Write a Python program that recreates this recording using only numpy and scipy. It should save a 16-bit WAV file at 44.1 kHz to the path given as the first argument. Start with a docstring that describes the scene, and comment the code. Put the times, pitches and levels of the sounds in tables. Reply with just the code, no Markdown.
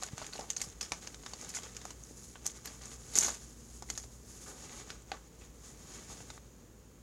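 """A cat noses through a cardboard box of crumpled packing paper in a quiet carpeted room with a humming appliance.
From the start its body rubs the paper (streams of tiny slips), paws shove sheets, knock and scuff the cardboard
(decaying tones), and creases snap (clicks with a flutter). After 3 seconds a wad gives way in a burst of small snaps.
From about 4.4 seconds fur also strokes the paper in smooth swells of fine crackle.
Air, hum (wavering tones) and hiss last throughout; the microphone port rings, mainly near 7 kHz."""
import sys
import numpy as np
from scipy import signal
from scipy.fft import rfft, irfft, next_fast_len
from scipy.io import wavfile
from scipy.ndimage import uniform_filter1d

SR = 44100
rng = np.random.default_rng(int(sys.argv[2]) if len(sys.argv) > 2 else 0)


def file_out(sig):
    """Save sig as 16-bit WAV at sys.argv[1]."""
    # one column per channel
    cols = np.atleast_2d(sig).T
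    # limit, then scale
    lim = np.clip(cols, -1, 1)
    pcm = np.round(lim * 32767).astype(np.int16)
    wavfile.write(sys.argv[1], SR, pcm)


N = 309577
T = np.arange(N) / SR  # time in seconds

# Colour of the low room noise. Each row: frequency in Hz, relative level in dB.
ROOM_AIR = [(20, -43), (31, -32), (42, 0), (52, 5.5), (68, -3), (90, -1.5), (130, -2.5), (200, -3),
            (300, -7), (480, -8), (650, -18), (1100, -20), (2500, -27.5), (7000, -32), (15000, -34.5)]
# Tones of the appliance hum. Each row: frequency in Hz, rms level in dB before its waver and swell.
HUM = [(64.3, -66.5), (57.6, -56.5), (120.3, -66), (235.7, -68)]
# Hum level as the microphone moves through the standing waves of the room. Each row: time in seconds, change in dB.
HUM_SWELL = [(0, -11.5), (1.8, -3), (4, 0.5), (5.3, -7), (7, -3.5)]
# The body leaning and rubbing on the paper. Each row: time in seconds, relative treble and middle levels in dB.
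RUB = [(0, -56, -60), (.76, -60, -66), (1, -55, -63), (1.19, -58, -66), (1.4, -55, -62.5),
       (1.9, -56.5, -62.5), (2, -56, -69), (2.28, -49.5, -69.5), (2.4, -59, -66), (2.9, -53, -66),
       (3.13, -49, -61), (3.45, -54, -68), (3.879, -55.5, -74.5), (4.24, -57, -75), (4.35, -47.5, -63.5),
       (4.46, -49.5, -64.5), (4.781, -54, -56), (5.05, -67.5, -68.5), (5.54, -61.5, -74), (5.8, -55, -64.5),
       (6.1, -53, -59), (6.36, -57.5, -65), (6.47, -70, -74), (7.02, -77, -93)]
RUB_UNEVEN_DB, RUB_CATCHES_PER_S = 1.9, 40
# Facets of crumpled paper, large to small. Each row: resonance in Hz, its width in Hz.
FACETS = [(500, 1080), (1100, 1160), (2000, 1000), (3500, 1800), (5600, 2200), (7500, 3300), (10000, 2300),
          (13500, 9600)]
# The two colours of sliding paper. Each row: frequency in Hz, relative level in dB.
SLIDE_TREBLE = [(1500, -45), (3500, -5.5), (5000, 6.5), (7000, 5.5), (10000, 7), (12500, 2), (16000, -36)]
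SLIDE_MIDDLE = [(100, 3), (350, 8), (700, 0), (1300, -0.5), (2500, -4), (4500, -6), (8000, -13),
                (16000, -48)]
# A paw shoves a sheet along. Each row: start and length in seconds, relative treble and middle levels in dB.
SHOVES = [(0.014, 0.095, -44.5, -54), (0.173, 0.11, -51, -48), (0.324, 0.1384, -45.5, -52),
          (0.573, 0.082, -43, -67), (0.621, 0.079, -43, -60), (0.814, 0.079, -49, -55),
          (0.932, 0.064, -56, -53.5), (1.017, 0.09, -56.5, -53), (1.252, 0.12, -65, -54.5),
          (1.409, 0.11, -49.5, -51.5), (1.538, 0.092, -40.5, -59), (1.625, 0.078, -63, -50),
          (1.742, 0.18, -57, -57.5), (2.445, 0.088, -43.5, -53), (2.643, 0.13, -54, -52),
          (2.81, 0.098, -62, -53), (2.913, 0.051, -73, -54), (3.133, 0.035, -41, -51),
          (3.32, 0.059, -53, -51.5), (3.88, 0.19, -48, -58.5), (4.692, 0.11, -70, -56),
          (4.892, 0.083, -60, -55), (5.123, 0.056, -79, -51), (5.408, 0.074, -62, -59)]
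SHOVE_RISE = 0.07  # share of a shove spent gathering speed
# Small creases that give at random during a shove; their (treble, middle, low) levels are relative to the shove.
TICKS_PER_S, TICK_DB, TICK_SCATTER_DB, TICK_RING_MS = 55, (-3, -4, -7.5), 4, 5.6
TICK_FLUTTER_DB, TICK_SETTLE_DB = -2, -5  # sheet flutter and settling paper, relative to the first click
TICK_FOLD_HZ = (1310, 7760)  # range of their resonances
# Paws on the cardboard panels. Each row: start in seconds, peak level in dB before the low cut, panel pitch in Hz,
# time to ring down by 60 dB in seconds, fading time of the scuff in seconds.
KNOCKS = [(0.024, -37.5, 757, 0.019, 0.0048), (.354, -37.5, 765, 0.017, 0.0053),
          (.39, -41.5, 433, 0.028, .008), (.391, -32.5, 590, 0.027, 0.0032),
          (.3955, -33.5, 873, 0.043, 0.003), (.41, -41, 730, 0.0063, 0.037),
          (.92, -31, 1080, 0.016, 0.0023), (.9203, -38, 330, 0.028, 0.00089),
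          (4.462, -48, 1450, 0.0075, 0.07), (4.478, -48, 854, 0.0042, 0.056),
          (4.468, -47.5, 442, 0.011, 0.095), (5.1173, -29, 793, 0.025, 0.00028),
          (5.1175, -33, 1550, 0.011, .0004), (5.126, -43, 640, 0.014, 0.013),
          (5.14, -41, 1100, 0.0037, 0.026), (5.412, -51.5, 2500, 0.005, 0.02),
          (6.101, -45, 900, 0.0035, 0.0042), (6.111, -47, 520, 0.0065, 0.028),
          (6.205, -38.5, 1080, 0.0031, .004), (6.303, -42.5, 1220, 0.008, 0.0036),
          (6.377, -42, 1250, 0.0042, 0.0023)]
# Ring of a panel. Each row: multiple of the panel pitch, relative level in dB.
PANEL = [(1.001, 15), (1.5, -6), (1.85, -22), (2.7, -29)]
# Soft steps on the box floor. Each row: start in seconds, level in dB, final pitch in Hz,
# time to die away by 60 dB in seconds.
STEPS = [(0.1333, -31.5, 95, 0.027), (.672, -40.5, 105.1, 0.035), (0.698, -50, 69.6, 0.25),
         (1.431, -47, 388, 0.056), (2.11, -40, 213, 0.026), (3.182, -41, 195, 0.074),
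         (3.272, -44, 318, 0.039)]
# Loud creases snapping through. Each row: start in seconds, relative treble, middle and low levels in dB,
# ring time of the sheet in ms, its flutter and the settling paper in dB relative to the first click,
# resonance of the fold in Hz.
CREASES = [(.0248, -41, -40, -40.5, 8, -4, -13, 4410), (.034, -31, -34.5, -41, 10.6, 8, -22, 8000),
           (.0861, -63, -41.5, -40, 15, 13, -16, 3100), (.18, -34.5, -40.5, -41, 14, 1, -7, 3700),
           (.2168, -45, -43, -35, 9, 5, -14, 4400), (.2249, -46, -46, -36, 10, -5, -15, 4500),
           (.2442, -44, -41, -50, 13, 11, -12, 5000), (.2653, -36, -44, -55, 11, 3, -17, 2600),
           (.3275, -59, -44.5, -46, 14, 8, -11, 4190), (.3535, -62, -53, -39, 10, -7, -7, 3630),
           (.3943, -42, -45, -35, 12, -4, -8, 6000), (.409, -43.5, -43.5, -41, 10, 0, -9, 5200),
           (.5022, -24, -34, -44, 15, 6, 0.5, 2770), (.5646, -35.5, -39, -52, 12, 5, -2, 6300),
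           (.568, -30, -45, -44, 10, -1, -11, 6190), (.6155, -25, -34.5, -40, 13, 3, -2, 8020),
           (.622, -43, -39, -55, 7.6, 2, -10, 5850), (.7, -44.5, -58, -64, 6, -7, -20, 5480),
           (.8102, -32, -33.5, -49, 14.2, -3, 1, 2500), (.8128, -29, -36.5, -39.5, 13, -18, 3, 5270),
           (.9199, -28, -30.5, -28, 9.1, -2, -3.5, 2280), (.9237, -43, -45, -40, 8.4, -11, 1, 5270),
           (1.0245, -63, -48.5, -61, 20, 7, 2, 2200), (1.043, -56, -54, -62, 9, 2, -7, 4020),
           (1.2175, -64, -65, -55, 13, -1, -8, 2000), (1.2355, -53, -47, -48, 9.3, 0, -8, 4800),
           (1.073, -39, -38.5, -43, 20, 4, -20, 5000), (1.1445, -41, -43.5, -48.5, 19, 6, -10, 3500),
           (1.2623, -39.5, -38, -37.5, 26.6, 13, -15, 1710), (1.335, -39, -40, -37, 31, 4, -5, 4600),
           (1.413, -36.5, -64, -61, 6.6, -4, -14, 3605), (1.4225, -51, -61, -54, 9, 0, -8, 9510),
           (1.4455, -42, -62, -59, 15, 0, -7, 6910), (1.491, -32.5, -52, -59, 7.2, 0, -1, 9560),
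           (1.502, -41, -46, -55, 16.4, 3, -1, 5280), (1.5475, -26, -41, -43, 110, 17, 10, 3110),
           (1.5625, -29, -47, -48, 38, 1, 2, 3900), (1.633, -42, -48, -57, 20, 4, -6, 3300),
           (1.696, -56, -61, -57, 17, 2, -10, 2300), (1.7485, -47, -55, -60, 8.6, 0, -9, 5880),
           (1.7665, -34.5, -41.5, -53, 20, -1, -14, 2850), (1.815, -46, -46, -53, 28, 9, -7, 3470),
           (1.8525, -36.5, -46, -33.5, 19, 5, -17, 1500), (1.9052, -37.5, -46, -41, 41, 7, 1, 2950),
           (2.0365, -44, -77, -70.5, 9.1, -5, -16, 6310), (2.3559, -70, -42.5, -40, 42, 4, -10, 5900),
           (2.4575, -39, -42, -43, 8, -7, -14, 5500), (2.4622, -30, -61, -43, 5.7, -4, -14, 6830),
           (2.4651, -21, -40.5, -40.5, 9.3, -29, -23, 3166), (2.4755, -33, -49, -64, 9.7, 6, -5, 6340),
           (2.6575, -34.5, -41.5, -47, 6.2, -3, -8, 13000), (2.6745, -41, -42, -62, 20, 8, -3, 4640),
           (2.735, -60, -63, -50, 13, 0, -15, 2990), (2.819, -45, -55, -70, 27, -6, -2, 4090),
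           (2.836, -52, -52, -62, 14, 2, -5, 4500), (2.8558, -38, -59, -60, 15, 2, -15, 5745),
           (2.9156, -60, -49, -60, 18, 6, -11, 4200), (3.1546, -23, -38, -51, 8.4, -4, -4, 7500),
           (3.157, -32, -33.5, -45, 7, -8, 0, 3750), (3.1655, -23, -33.5, -56, 12, -3, 1, 8500),
           (3.175, -20, -30, -37, 8, 1, -2, 8500), (3.1868, -10, -37, -42, 6, -16, -25, 1820),
           (3.1946, -27, -40, -55, 5.4, -4, -8, 9500), (3.2012, -27, -43, -35, 6, -8, -9, 5700),
           (3.209, -23, -42, -37, 11, 5, -8, 5640), (3.2135, -28, -38, -52, 9.8, -2, 0, 6240),
           (3.223, -33.5, -30, -36, 13.6, -3, 9, 2940), (3.229, -27, -45, -51, 12, 6, -8, 2200),
           (3.2345, -31, -46, -41, 6, -3, -6, 6500), (3.243, -27, -35, -39, 18, -2, 7, 3460),
           (3.2465, -26, -41, -48, 17, 0, -3, 6200), (3.264, -30, -44, -38, 9, -5, -1, 6600),
           (3.2825, -26, -35, -27.5, 31, 11.5, 10, 1500), (3.3053, -41, -50, -41, 7, -6, -6, 1500),
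           (3.342, -36, -44.5, -47, 26, 0, 8, 3080), (3.8235, -40, -45.5, -35.5, 22, 0.5, -2, 5400),
           (3.9012, -27, -36.5, -39.5, 5, -4, -18, 4250), (3.9036, -33.5, -40, -49, 11, -1, -5, 6820),
           (3.9767, -28, -41, -39.5, 10, -6, -3, 5200), (3.999, -41, -56, -60, 16, 2, -8, 4910),
           (4.04, -49, -53, -47, 16, -1, -9, 6000), (4.6952, -72, -46.5, -63, 12, -11, -13, 2304),
           (4.9034, -39, -34, -42.5, 8.6, -4, -8, 5150), (5.021, -48, -78, -71, 15, 4, -8, 4800),
           (5.1173, -40.5, -32.5, -43.5, 10, -5, -8.5, 2500), (6.302, -43.5, -42, -49, 20, 4, -10, 3750),
           (6.378, -61, -52.5, -54, 13, 12, -5, 1790)]
# Basic colour of a snap. Each row: frequency in Hz, relative level in dB.
SNAP_COLOUR = [(100, -7.5), (300, -4.5), (800, 4), (1500, 2), (3000, -2.5), (4600, -0.5), (7000, -8),
               (10500, -16.5), (12500, -21), (16000, -59)]
TIGHT_FOLD_HZ, TIGHT_DB_PER_OCTAVE = 6940, 16  # folds above this pitch snap with an ever crisper top
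# A wad collapses under the cat: its crackle holds steady, then dies away, the treble first.
WAD_START_S, WAD_FADE_DB_PER_S = 3.156, 202.5
WAD_TREBLE_DB, WAD_TREBLE_HOLD_S = -43.5, .1
WAD_MIDDLE_DB, WAD_MIDDLE_HOLD_S = -46.5, 0.13
WAD_TICKS_PER_S, WAD_TICK_DB = 110, (5, -7, -3)  # small creases; (treble, middle, low) relative to its treble
# The chest strokes the paper. Each row: start and length in seconds, relative treble and middle levels in dB.
STROKES = [(4.435, 0.14, -57, -66), (4.678, 0.18, -52, -64), (5.59, 0.17, -52, -61), (5.75, 0.18, -66, -70),
           (5.842, 0.22, -56, -54), (6.044, 0.15, -49.5, -55.5), (6.176, 0.068, -54, -66)]
# Resonances of the microphone port. Each row: frequency in Hz, width in Hz, boost in dB.
PORT = [(6570, 1210, 7), (6906, 880, 5.5), (10400, 900, 1)]
TOP_HZ = 15900  # the microphone passes nothing much above this


def undb(db):
    """Turn decibels into a gain."""
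    return 10 ** (np.asarray(db) / 20)


def unit(x):
    """Scale a sound to rms 1."""
    return x / np.sqrt(np.mean(x ** 2))


def fade(t, t60):
    """A natural dying away: down by 60 dB after t60 seconds."""
    return np.exp(-np.log(1000) * t / t60)


def add(out, s, x):
    """Mix the sound x into out from time s."""
    i = max(int(s * SR), 0)
    out[i:i + len(x)] += x[:N - i]


def shape(points, size):
    """Read a (Hz, dB) curve as gains at the frequencies of a transform."""
    hz, db = np.transpose(points)
    bins_hz = np.arange(size // 2 + 1) * SR / size
    return undb(np.interp(np.log(bins_hz + 1), np.log(hz), db))


def colour(x, points):
    """Filter a long noise with a (Hz, dB) curve and scale it to rms 1."""
    size = next_fast_len(N, True)
    spectrum = rfft(x, size) * shape(points, size)
    return unit(irfft(spectrum, size)[:N])


def causal(gain):
    """Make the click with these gains whose energy comes as early as possible."""
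    cepstrum = irfft(np.log(gain))
    half = len(cepstrum) // 2
    cepstrum[1:half] *= 2
    cepstrum[half + 1:] = 0
    return irfft(np.exp(rfft(cepstrum)))


def walk(rate):
    """Smooth random drift with a spread near 1, heading for a new value `rate` times a second."""
    knots = rng.standard_normal(1024)
    drift = np.interp(T * rate, np.arange(len(knots)), knots)
    return uniform_filter1d(drift, int(SR / rate / 2)) * np.sqrt(2)


def background(air_db=-57.0, waver_db=2.1, hiss_db=-77.0):
    """Low room noise, a wavering hum and a faint hiss, all in the middle."""
    air = colour(rng.standard_normal(N), ROOM_AIR) * undb(air_db + .5 * walk(2.62))
    hum = np.zeros(N)
    for hz, db in HUM:
        level = np.sqrt(2) * undb(db + waver_db * walk(3.57))
        hum += level * np.sin(2 * np.pi * hz * T + .5 * walk(3.08))
    hum = hum * undb(np.interp(T, *np.transpose(HUM_SWELL)))
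    return air + hum + undb(hiss_db) * rng.standard_normal(N)


def crackle(per_s, spread_db):
    """Tiny fibre slips at random moments; a wider spread makes their sizes more unequal."""
    sizes = undb(spread_db * np.minimum(rng.exponential(size=N), 5))
    happens = rng.random(N) < per_s / SR
    return unit(happens * sizes * rng.choice([-1, 1], N))


def facets(per_s, spread_db, soft_hz=3000):
    """Every slip rings one facet of the paper at its own pitch; the large, low facets give more evenly."""
    out = 0
    for hz, width in FACETS:
        slips = crackle(per_s * max(width, 1500) / 2000, spread_db * min(hz / soft_hz, 1))
        out = out + signal.lfilter(*signal.iirpeak(hz, hz / width, fs=SR), slips)
    return unit(out)


def rustle(slips, treble, middle):
    """Sliding paper, fed by a stream of slips: fibres hiss, the sheets sound lower."""
    return colour(slips, SLIDE_TREBLE) * treble + colour(slips, SLIDE_MIDDLE) * middle


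def rubbing(treble_db=-12.5, middle_db=2.5):
    """The body drags gritty paper, catching and slipping; once the cat stands still, its fur rubs more smoothly."""
    s, treble, middle = np.transpose(RUB)
    gritty = np.interp(T, [3.4, 4.2], [.95, .5])
    grit = unit(facets(per_s=330, spread_db=1.0) + 0.39 * crackle(per_s=180, spread_db=1.0))
    slips = np.sqrt(gritty) * grit + np.sqrt(1 - gritty) * rng.standard_normal(N)
    slips = slips * undb(RUB_UNEVEN_DB * walk(RUB_CATCHES_PER_S))
    treble_gain = undb(np.interp(T, s, treble) + treble_db)
    middle_gain = undb(np.interp(T, s, middle) + middle_db)
    return rustle(slips, treble_gain, middle_gain)


def shoves():
    """Treble and middle gain of the shoved sheets: each shove gathers speed, then slows to a stop."""
    gains = np.zeros((2, N))
    for s, length, treble_db, middle_db in SHOVES:
        speed = np.interp(T, [s, s + SHOVE_RISE * length, s + length], [0, 1, 0])
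        gains += undb([[treble_db], [middle_db]]) * np.sqrt(speed)
    return gains


def treading(gains, treble_db=-16, middle_db=-2.5):
    """Shoved sheets crackle coarsely as their facets slip."""
    grit = unit(facets(per_s=130, spread_db=1.5) + 0.54 * crackle(per_s=130, spread_db=-0.5))
    return rustle(grit, gains[0] * undb(treble_db), gains[1] * undb(middle_db))


def ticks(shove, per_s, tone_db):
    """Small creases at random moments, as strong as the push that bends them; rows like those of CREASES."""
    count = 2400
    times = rng.random(count) * T[-1]
    luck = rng.random(count) * count / T[-1]  # keeping those below per_s leaves about per_s each second
    levels = np.array(tone_db) + TICK_SCATTER_DB * rng.standard_normal((count, 3))
    folds = rng.uniform(*TICK_FOLD_HZ, count)
    push = np.interp(times, T, shove)
    rows = []
    for s, u, db, p, hz in zip(times, luck, levels, push, folds):
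        if u < per_s and p > 1e-4:
            tone = db + 20 * np.log10(p)
            rows.append((s, *tone, TICK_RING_MS, TICK_FLUTTER_DB, TICK_SETTLE_DB, hz))
    return rows


def cardboard(contact_db=18, sag=1.0, sag_s=0.0027, lowest_hz=260):
    """Claws scuff the damped panels of the box; pads thump its floor, whose pitch falls as it takes the weight."""
    panels, floor, t = np.zeros(N), np.zeros(N), T[:SR // 4]
    for s, db, hz, t60, scuff_s in KNOCKS:
        ring = sum(undb(d) * np.sin(2 * np.pi * hz * k * t) for k, d in PANEL) * fade(t, t60)
        push = rng.standard_normal(len(t)) * np.exp(-t / scuff_s)
        push[0] += undb(contact_db)  # the first contact, before the scuff
        knock = signal.fftconvolve(push, ring)[:len(t)]
        add(panels, s, undb(db) * knock / np.abs(knock).max())
    for s, db, hz, t60 in STEPS:
        turns = np.cumsum(hz * (1 + sag * np.exp(-t / sag_s))) / SR
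        add(floor, s, undb(db) * np.sin(2 * np.pi * turns) * fade(t, t60))
    low_cut = signal.butter(2, lowest_hz, "high", fs=SR, output="sos")
    return signal.sosfilt(low_cut, panels) + floor


def disperse(x, hz=6500, radius=0.8, count=2):
    """Bending waves cross the sheet at different speeds, which smears each click a little."""
    poles = np.array([1, -2 * radius * np.cos(2 * np.pi * hz / SR), radius * radius])
    # the mirrored filter changes only the timing of each pitch, not its level
    return signal.sosfilt(np.tile(np.r_[poles[::-1], poles], (count, 1)), x)


def creases(rows, rebound_db=-3, settle_t60=0.13, settle_per_s=1100, fold_db=6, fold_width=0.17,
            ripple_db=3.5, size=512):
    """Each crease buckles in two quick steps, the sheet flutters, and paper around it settles in tiny slips."""
    out, t = np.zeros(N), T[:SR // 5]
    ripple_hz = np.geomspace(300, 16000, 26)
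    bins_hz = np.arange(size // 2 + 1) * SR / size
    for s, treble_db, middle_db, low_db, ring_ms, flutter_db, settle_db, fold_hz in rows:
        ring, settle = rng.standard_normal((2, len(t)))
        ring = ring * fade(t, ring_ms / 1000)
        settle = settle * (rng.random(len(t)) < settle_per_s / SR) * fade(t, settle_t60)
        snap = undb(flutter_db) * ring / np.linalg.norm(ring)
        snap += undb(settle_db) * settle / np.linalg.norm(settle)
        # the first step, and the second 1.2 to 3 ms later
        snap[0] += 1
        snap[int(rng.uniform(.0012, .003) * SR)] += undb(min(flutter_db, 0) + rebound_db)
        levels = [(900, low_db), (2000, middle_db), (3800, middle_db), (6500, treble_db)]
        tone = shape(SNAP_COLOUR, size) * shape(levels, size)
        crisp_db = TIGHT_DB_PER_OCTAVE * max(np.log2(fold_hz / TIGHT_FOLD_HZ), 0)
        tone = tone * shape([(8500, 0), (13000, crisp_db)], size)
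        # every fold has one main resonance among several weak ones
        tone = tone * undb(fold_db / (1 + (2 * (bins_hz / fold_hz - 1) / fold_width) ** 2))
        ripple = ripple_db * rng.standard_normal(len(ripple_hz))
        ripple = ripple - uniform_filter1d(ripple, 3)
        tone = tone * shape(np.c_[ripple_hz, ripple], size)
        add(out, s, signal.fftconvolve(snap / np.linalg.norm(snap), causal(tone)))
    return disperse(out) * undb(24.5)


def wad(attack_s=0.0014, crackle_db=-3.5):
    """A wad gives way: a run of small snaps, each with its own pitch, over a crackle that holds, then fades."""
    age = T - WAD_START_S
    attack = np.clip(age / attack_s + 1, 0, 1)  # full strength at the start time
    treble = attack * undb(WAD_TREBLE_DB - WAD_FADE_DB_PER_S * np.maximum(age - WAD_TREBLE_HOLD_S, 0))
    middle = attack * undb(WAD_MIDDLE_DB - WAD_FADE_DB_PER_S * np.maximum(age - WAD_MIDDLE_HOLD_S, 0))
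    burst = rustle(facets(per_s=85, spread_db=1.0), treble * undb(crackle_db), middle)
    snaps = creases(ticks(treble, WAD_TICKS_PER_S, WAD_TICK_DB), fold_db=16.5, fold_width=0.12)
    return burst + snaps


def stroking(treble_db=-12, middle_db=-2.0):
    """Fur sweeps over the paper in smooth strokes that set off a fine, dense grain."""
    gains = np.zeros((2, N))
    for s, length, high_db, mid_db in STROKES:
        swell = np.sin(np.pi * np.clip((T - s) / length, 0, 1)) ** 2
        gains += undb([[high_db], [mid_db]]) * swell
    return rustle(facets(per_s=650, spread_db=0.0), gains[0] * undb(treble_db), gains[1] * undb(middle_db))


def room(x, width, box_db=-9, box_t60=0.026, wet_db=-23.5, t60=0.022):
    """The box walls answer at once, the soft room later; width sets how far the left and right echoes differ."""
    t = T[:SR // 2]
    box = unit(fade(t, box_t60) * (t > .002))
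    far = unit(fade(t, t60) * (t > .008))
    envelope = np.hypot(undb(box_db) * box, undb(wet_db) * far) / np.sqrt(len(t))
    tails = rng.standard_normal((2, len(t))) * envelope
    mid, side = (signal.fftconvolve(x, h)[:N] for h in tails)
    return x + mid + width * side * np.array([[1], [-1]])


def scene():
    """Paper and cardboard in the room: snaps spread a little, knocks and rubbing stay in the middle."""
    paws = shoves()
    sliding = rubbing() + treading(paws) + cardboard() + stroking()
    small = creases(ticks(paws[0], TICKS_PER_S, TICK_DB), fold_db=12)
    snaps = room(creases(CREASES) + small + wad(), width=.42)
    lean = undb(np.array([[-.35], [.35]]))  # slightly louder on the right
    return snaps * lean + room(sliding, width=0) + background()


def record(dry):
    """The cavity in front of the microphone rings, and the top is cut."""
    for hz, width, db in PORT:
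        dry = dry + (undb(db) - 1) * signal.lfilter(*signal.iirpeak(hz, hz / width, fs=SR), dry)
    lowpass = signal.ellip(10, .2, 70, TOP_HZ, fs=SR, output="sos")
    return signal.sosfilt(lowpass, dry)


dry = scene()
out = record(dry)
file_out(out)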